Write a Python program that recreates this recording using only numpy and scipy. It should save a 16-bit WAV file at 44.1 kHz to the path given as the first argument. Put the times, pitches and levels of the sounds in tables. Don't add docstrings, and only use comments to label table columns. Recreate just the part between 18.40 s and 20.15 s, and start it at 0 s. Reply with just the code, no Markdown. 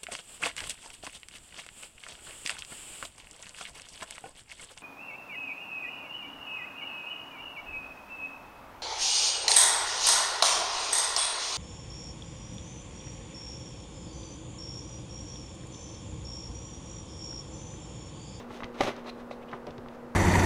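import sys
import numpy as np
from scipy import signal
from scipy.fft import rfft, irfft, next_fast_len
from scipy.io import wavfile

SR = 44100
rng = np.random.default_rng(int(sys.argv[2]) if len(sys.argv) > 2 else 0)


def dump(signal):
    limited = np.clip(np.atleast_2d(signal).T, -1, 1)
    pcm = np.round(limited * 32767).astype(np.int16)
    wavfile.write(sys.argv[1], SR, pcm)


N = 77175
TIME = np.arange(N) / SR


def from_db(db):
    return 10 ** (np.asarray(db) / 20)


def rms_one(x):
    return x / np.sqrt(np.mean(x ** 2) + 1e-20)


def delayed(x, delay_s):
    return np.concatenate([np.zeros(int(max(delay_s, 0) * SR)), x])[:N]


def colour(x, points, tilt_db=0):
    size = 2 * next_fast_len(N)
    octave = np.log2(np.maximum(np.fft.rfftfreq(size, 1 / SR), 1))
    hz, db = np.transpose(points)
    shape_db = np.interp(octave, np.log2(hz), db) + tilt_db * (octave - np.log2(hz).mean())
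    cepstrum = irfft(np.log(from_db(shape_db)))
    cepstrum[1:size // 2] *= 2
    cepstrum[size // 2 + 1:] = 0
    return irfft(rfft(x, size) * np.exp(rfft(cepstrum)))[:N]


def ring(x, pitch_hz, fade_s):
    decay = from_db(-60 / (fade_s * SR))
    angle = 2 * np.pi * pitch_hz / SR
    return signal.lfilter([0, np.sin(angle)], [1, -2 * decay * np.cos(angle), decay * decay], x + 1e-18)


def dying_noise(fade_s):
    noise = rng.standard_normal(N) * np.exp(-np.minimum(np.log(1000) * TIME / fade_s, 40))
    return noise / np.sqrt(np.sum(noise ** 2))


def stroke_db(start_s, peak_s, end_s):
    edge_db = -21.5
    before = (peak_s - TIME) / max(peak_s - start_s, 1e-3)
    after = (TIME - peak_s) / max(end_s - peak_s, 1e-3)
    return edge_db * np.minimum(np.maximum(before, after), 10) ** 1.37


def friction():
    clicks_per_s, spread_db, hiss_db = 4000, 6, 3
    sizes = from_db(spread_db * np.minimum(rng.exponential(1, N), 4))
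    signs = rng.choice([-1, 1], N)
    catches = rng.random(N) < clicks_per_s / SR
    return rms_one(sizes * signs * catches) + from_db(hiss_db) * rng.standard_normal(N)


def background_air():
    # pitch_hz, relative_db
    air_colour = [(20, -3), (45, -4.5), (80, -13), (130, -10), (190, -6.5), (300, -3), (420, -2.5),
                  (570, -3), (700, -6), (950, -7), (1300, -10.5), (2000, -20.5), (3200, -29.5),
                  (5000, -34.5), (8000, -40), (15500, -45.5)]
    return from_db(-47.5) * rms_one(colour(rng.standard_normal(N), air_colour))


def appliance_hum():
    # pitch_hz, level_db
    tones = [(133, -64.5), (240, -49), (359, -60.5), (480, -54.5), (529, -58)]
    waver_depth, waver_hz = 0.14, 5
    slow = signal.butter(2, waver_hz, fs=SR, output="sos")
    hum = np.zeros(N)
    for pitch_hz, level_db in tones:
        drift = rms_one(signal.sosfilt(slow, rng.standard_normal((2, 2 * N)))[:, N:])
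        waver = 1 + waver_depth * (drift[0] + 1j * drift[1])
        tone = waver * np.exp(2j * np.pi * (pitch_hz * TIME + rng.random()))
        hum += from_db(level_db) * np.sqrt(2) * tone.real
    return hum


def room_echo(x):
    # pitch_hz, gain_db
    echo_colour = [(500, 3), (5000, 2), (15000, -36)]
    tail = delayed(colour(dying_noise(fade_s=0.44), echo_colour), delay_s=0.005)
    return from_db(-16.5) * signal.fftconvolve(x, tail)[:N]


def table_ring(paper):
    # pitch_hz, gain_db
    tones = [(408, -49.5), (585, -43.5), (810, -60), (1205, -53.5), (2010, -47.5), (3800, -45.5)]
    speed = np.diff(paper, prepend=0)
    return sum(from_db(gain_db) * ring(speed, pitch_hz, fade_s=0.047) * SR / (2 * np.pi * pitch_hz)
               for pitch_hz, gain_db in tones)


def air_puffs():
    # peak_s, level_db
    puffs = [(.112, -50.5), (0.245, -42.5), (0.411, -41), (0.443, -41), (.485, -47.5), (1.297, -44.5),
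             (1.391, -44.5), (1.466, -50)]
    # pitch_hz, relative_db
    puff_colour = [(15, -4.5), (40, -6.5), (80, -2), (140, -1.5), (250, -15), (600, -16), (2000, -70)]
    rise_s, fall_s = 0.014, 0.026
    swell = np.zeros(N)
    for peak_s, level_db in puffs:
        from_peak = np.maximum((peak_s - TIME) / rise_s, (TIME - peak_s) / fall_s)
        swell += from_db(level_db) * np.exp(-from_peak)
    return swell * rms_one(colour(rng.standard_normal(N), puff_colour))


def card_rasps():
    # start_s, peak_s, end_s, level_db, pitch_hz
    drags = [(0.655, 0.672, 0.73, -51.5, 3980), (0.68, 0.699, .708, -45.5, 4010),
             (0.68, 0.694, 0.712, -46.5, 2670), (0.905, 0.91, 0.957, -53.5, 3970),
             (1, 1.035, 1.042, -56.5, 2630), (1.07, 1.093, 1.12, -58, 2980)]
    out = np.zeros(N)
    for start_s, peak_s, end_s, level_db, pitch_hz in drags:
        rasp = rms_one(ring(friction(), pitch_hz, fade_s=0.0042))
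        out += from_db(level_db + stroke_db(start_s, peak_s, end_s)) * rasp
    return out


def sheet_rubs():
    # start_s, peak_s, end_s, level_db, tilt_db_per_octave (higher is brighter)
    slides = [(-.02, -0.003, 0.061, -46.5, 1), (0.065, 0.142, 0.29, -51, 3.5),
              (0.222, 0.246, 0.285, -45, -1.3), (0.33, 0.349, 0.39, -46, -0.5),
              (0.362, 0.409, 0.4, -38.5, 1.5), (0.407, 0.408, 0.44, -30.5, 2.5),
              (0.411, 0.436, 0.51, -33.5, 1.87), (0.453, 0.477, 0.54, -31.5, 0.3),
              (0.527, 0.582, 0.65, -48, -0.6), (0.622, 0.683, 0.713, -43.3, -.6),
              (0.747, 0.809, 0.83, -53, 1), (0.902, 0.912, 0.983, -53.5, 2),
              (1.065, 1.151, 1.19, -46.5, -2), (1.264, 1.268, 1.337, -41.5, -3),
              (1.423, 1.562, 1.56, -62.5, 3)]
    # pitch_hz, relative_db
    rustle_colour = [(40, -38), (180, -5), (330, 1), (650, -2.5), (1100, -2.5), (1600, -9.5), (2200, -8),
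                     (3100, -11.5), (4000, -15.5), (4600, -20.5), (6300, -21.5), (7200, -30),
                     (12000, -39.5), (16000, -56)]
    out = np.zeros(N)
    for start_s, peak_s, end_s, level_db, tilt_db in slides:
        rustle = rms_one(colour(friction(), rustle_colour, tilt_db))
        out += from_db(level_db + stroke_db(start_s, peak_s, end_s)) * rustle
    return out


def sheet_snaps():
    # start_s, gain_db, pitch_hz, width_ratio (pitch spread over pitch), crackle_fade_s
    buckles = [(0.1058, -25, 790, 2.7, 0.039), (0.2050, -18.5, 1180, 3.7, 0.016),
               (.2235, -20, 660, 1.9, 0.028), (0.2345, -17, 1880, 1.4, 0.023),
               (0.2433, -16, 2670, 2, 0.013), (0.449, -17, 378, 1.9, 0.019), (.478, -15.5, 610, 3.8, 0.062),
               (0.5648, -25.5, 4540, 1.5, 0.023), (0.9108, -24, 700, 0.96, 0.019),
               (0.9117, -31, 2450, 0.37, 0.019), (1.1152, -28.5, 2400, 2.3, 0.027),
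               (1.1294, -21.5, 965, 0.8, 0.055), (1.133, -25, 2080, 0.7, .012),
               (1.133, -35.5, 160.5, 0.53, 0.027), (1.269, -23, 3830, 2.7, 0.013),
               (1.2725, -31.5, 554, 0.76, 0.068), (1.3071, -27.5, 3200, 1.7, 0.022),
               (1.3813, -24.5, 2900, 4.3, 0.015), (1.387, -29, 330, 0.96, 0.029),
               (1.4613, -25.5, 710, 3, 0.0084), (1.4858, -27.5, 2700, 1.3, 0.013)]
    # pitch_hz, gain_db
    snap_colour = [(300, 2), (2000, -1), (6500, -6), (7700, -18), (15000, 1)]
    click_db, crackle_db, crackle_rise_s = -2.5, -30.5, 0.00083
    click = from_db(click_db) * signal.unit_impulse(N)
    onset = 1 - np.exp(-TIME / crackle_rise_s)
    out = np.zeros(N)
    for start_s, gain_db, pitch_hz, width_ratio, fade_s in buckles:
        crackle = from_db(crackle_db) * np.sqrt(fade_s * SR) * dying_noise(fade_s) * onset
        treble_cut = signal.butter(2, min(2 * pitch_hz, SR / 6), fs=SR)
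        force = signal.lfilter(*treble_cut, click + crackle)
        b, a = signal.iirpeak(pitch_hz, Q=max(1 / width_ratio, 0.4), fs=SR)
        ringing = signal.lfilter(b, a, force)
        snap = signal.lfilter(b / b[0], a, ringing)
        out += from_db(gain_db) * delayed(snap, start_s)
    return colour(out, snap_colour)


def stack_slap():
    # start_s, gain_db, treble_limit_hz (lower is softer)
    landings = [(0.4061, -3, 730), (0.409, -16.5, 2775), (0.41, -8.2, 4100), (.41384, -9, 1360)]
    # pitch_hz, gain_db, fade_s
    tones = [(194, -19, 0.011), (434, -12.5, 0.016), (572, -14.5, 0.03), (744, -6.5, 0.014),
             (1190, -15.5, 0.025), (2060, -4.5, 0.0041), (5840, -3.5, 0.00097)]
    force = np.zeros(N)
    for start_s, gain_db, treble_limit_hz in landings:
        hit = delayed(signal.unit_impulse(N), start_s)
        cushion = signal.butter(2, treble_limit_hz, fs=SR)
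        force += from_db(gain_db) * signal.lfilter(*cushion, hit + 1e-18)
    return sum((-1) ** k * from_db(gain_db) * ring(force, pitch_hz, fade_s)
               for k, (pitch_hz, gain_db, fade_s) in enumerate(tones))


def scene():
    background = background_air() + appliance_hum()
    paper = stack_slap() + sheet_snaps() + sheet_rubs() + card_rasps()
    on_table = paper + table_ring(paper)
    return (on_table + room_echo(on_table) + air_puffs() + background)[None]


def record(dry):
    cutoff_hz = 15750
    return signal.sosfilt(signal.ellip(12, 0.1, 70, cutoff_hz, fs=SR, output="sos"), dry)


dry = scene()
out = record(dry)
dump(out)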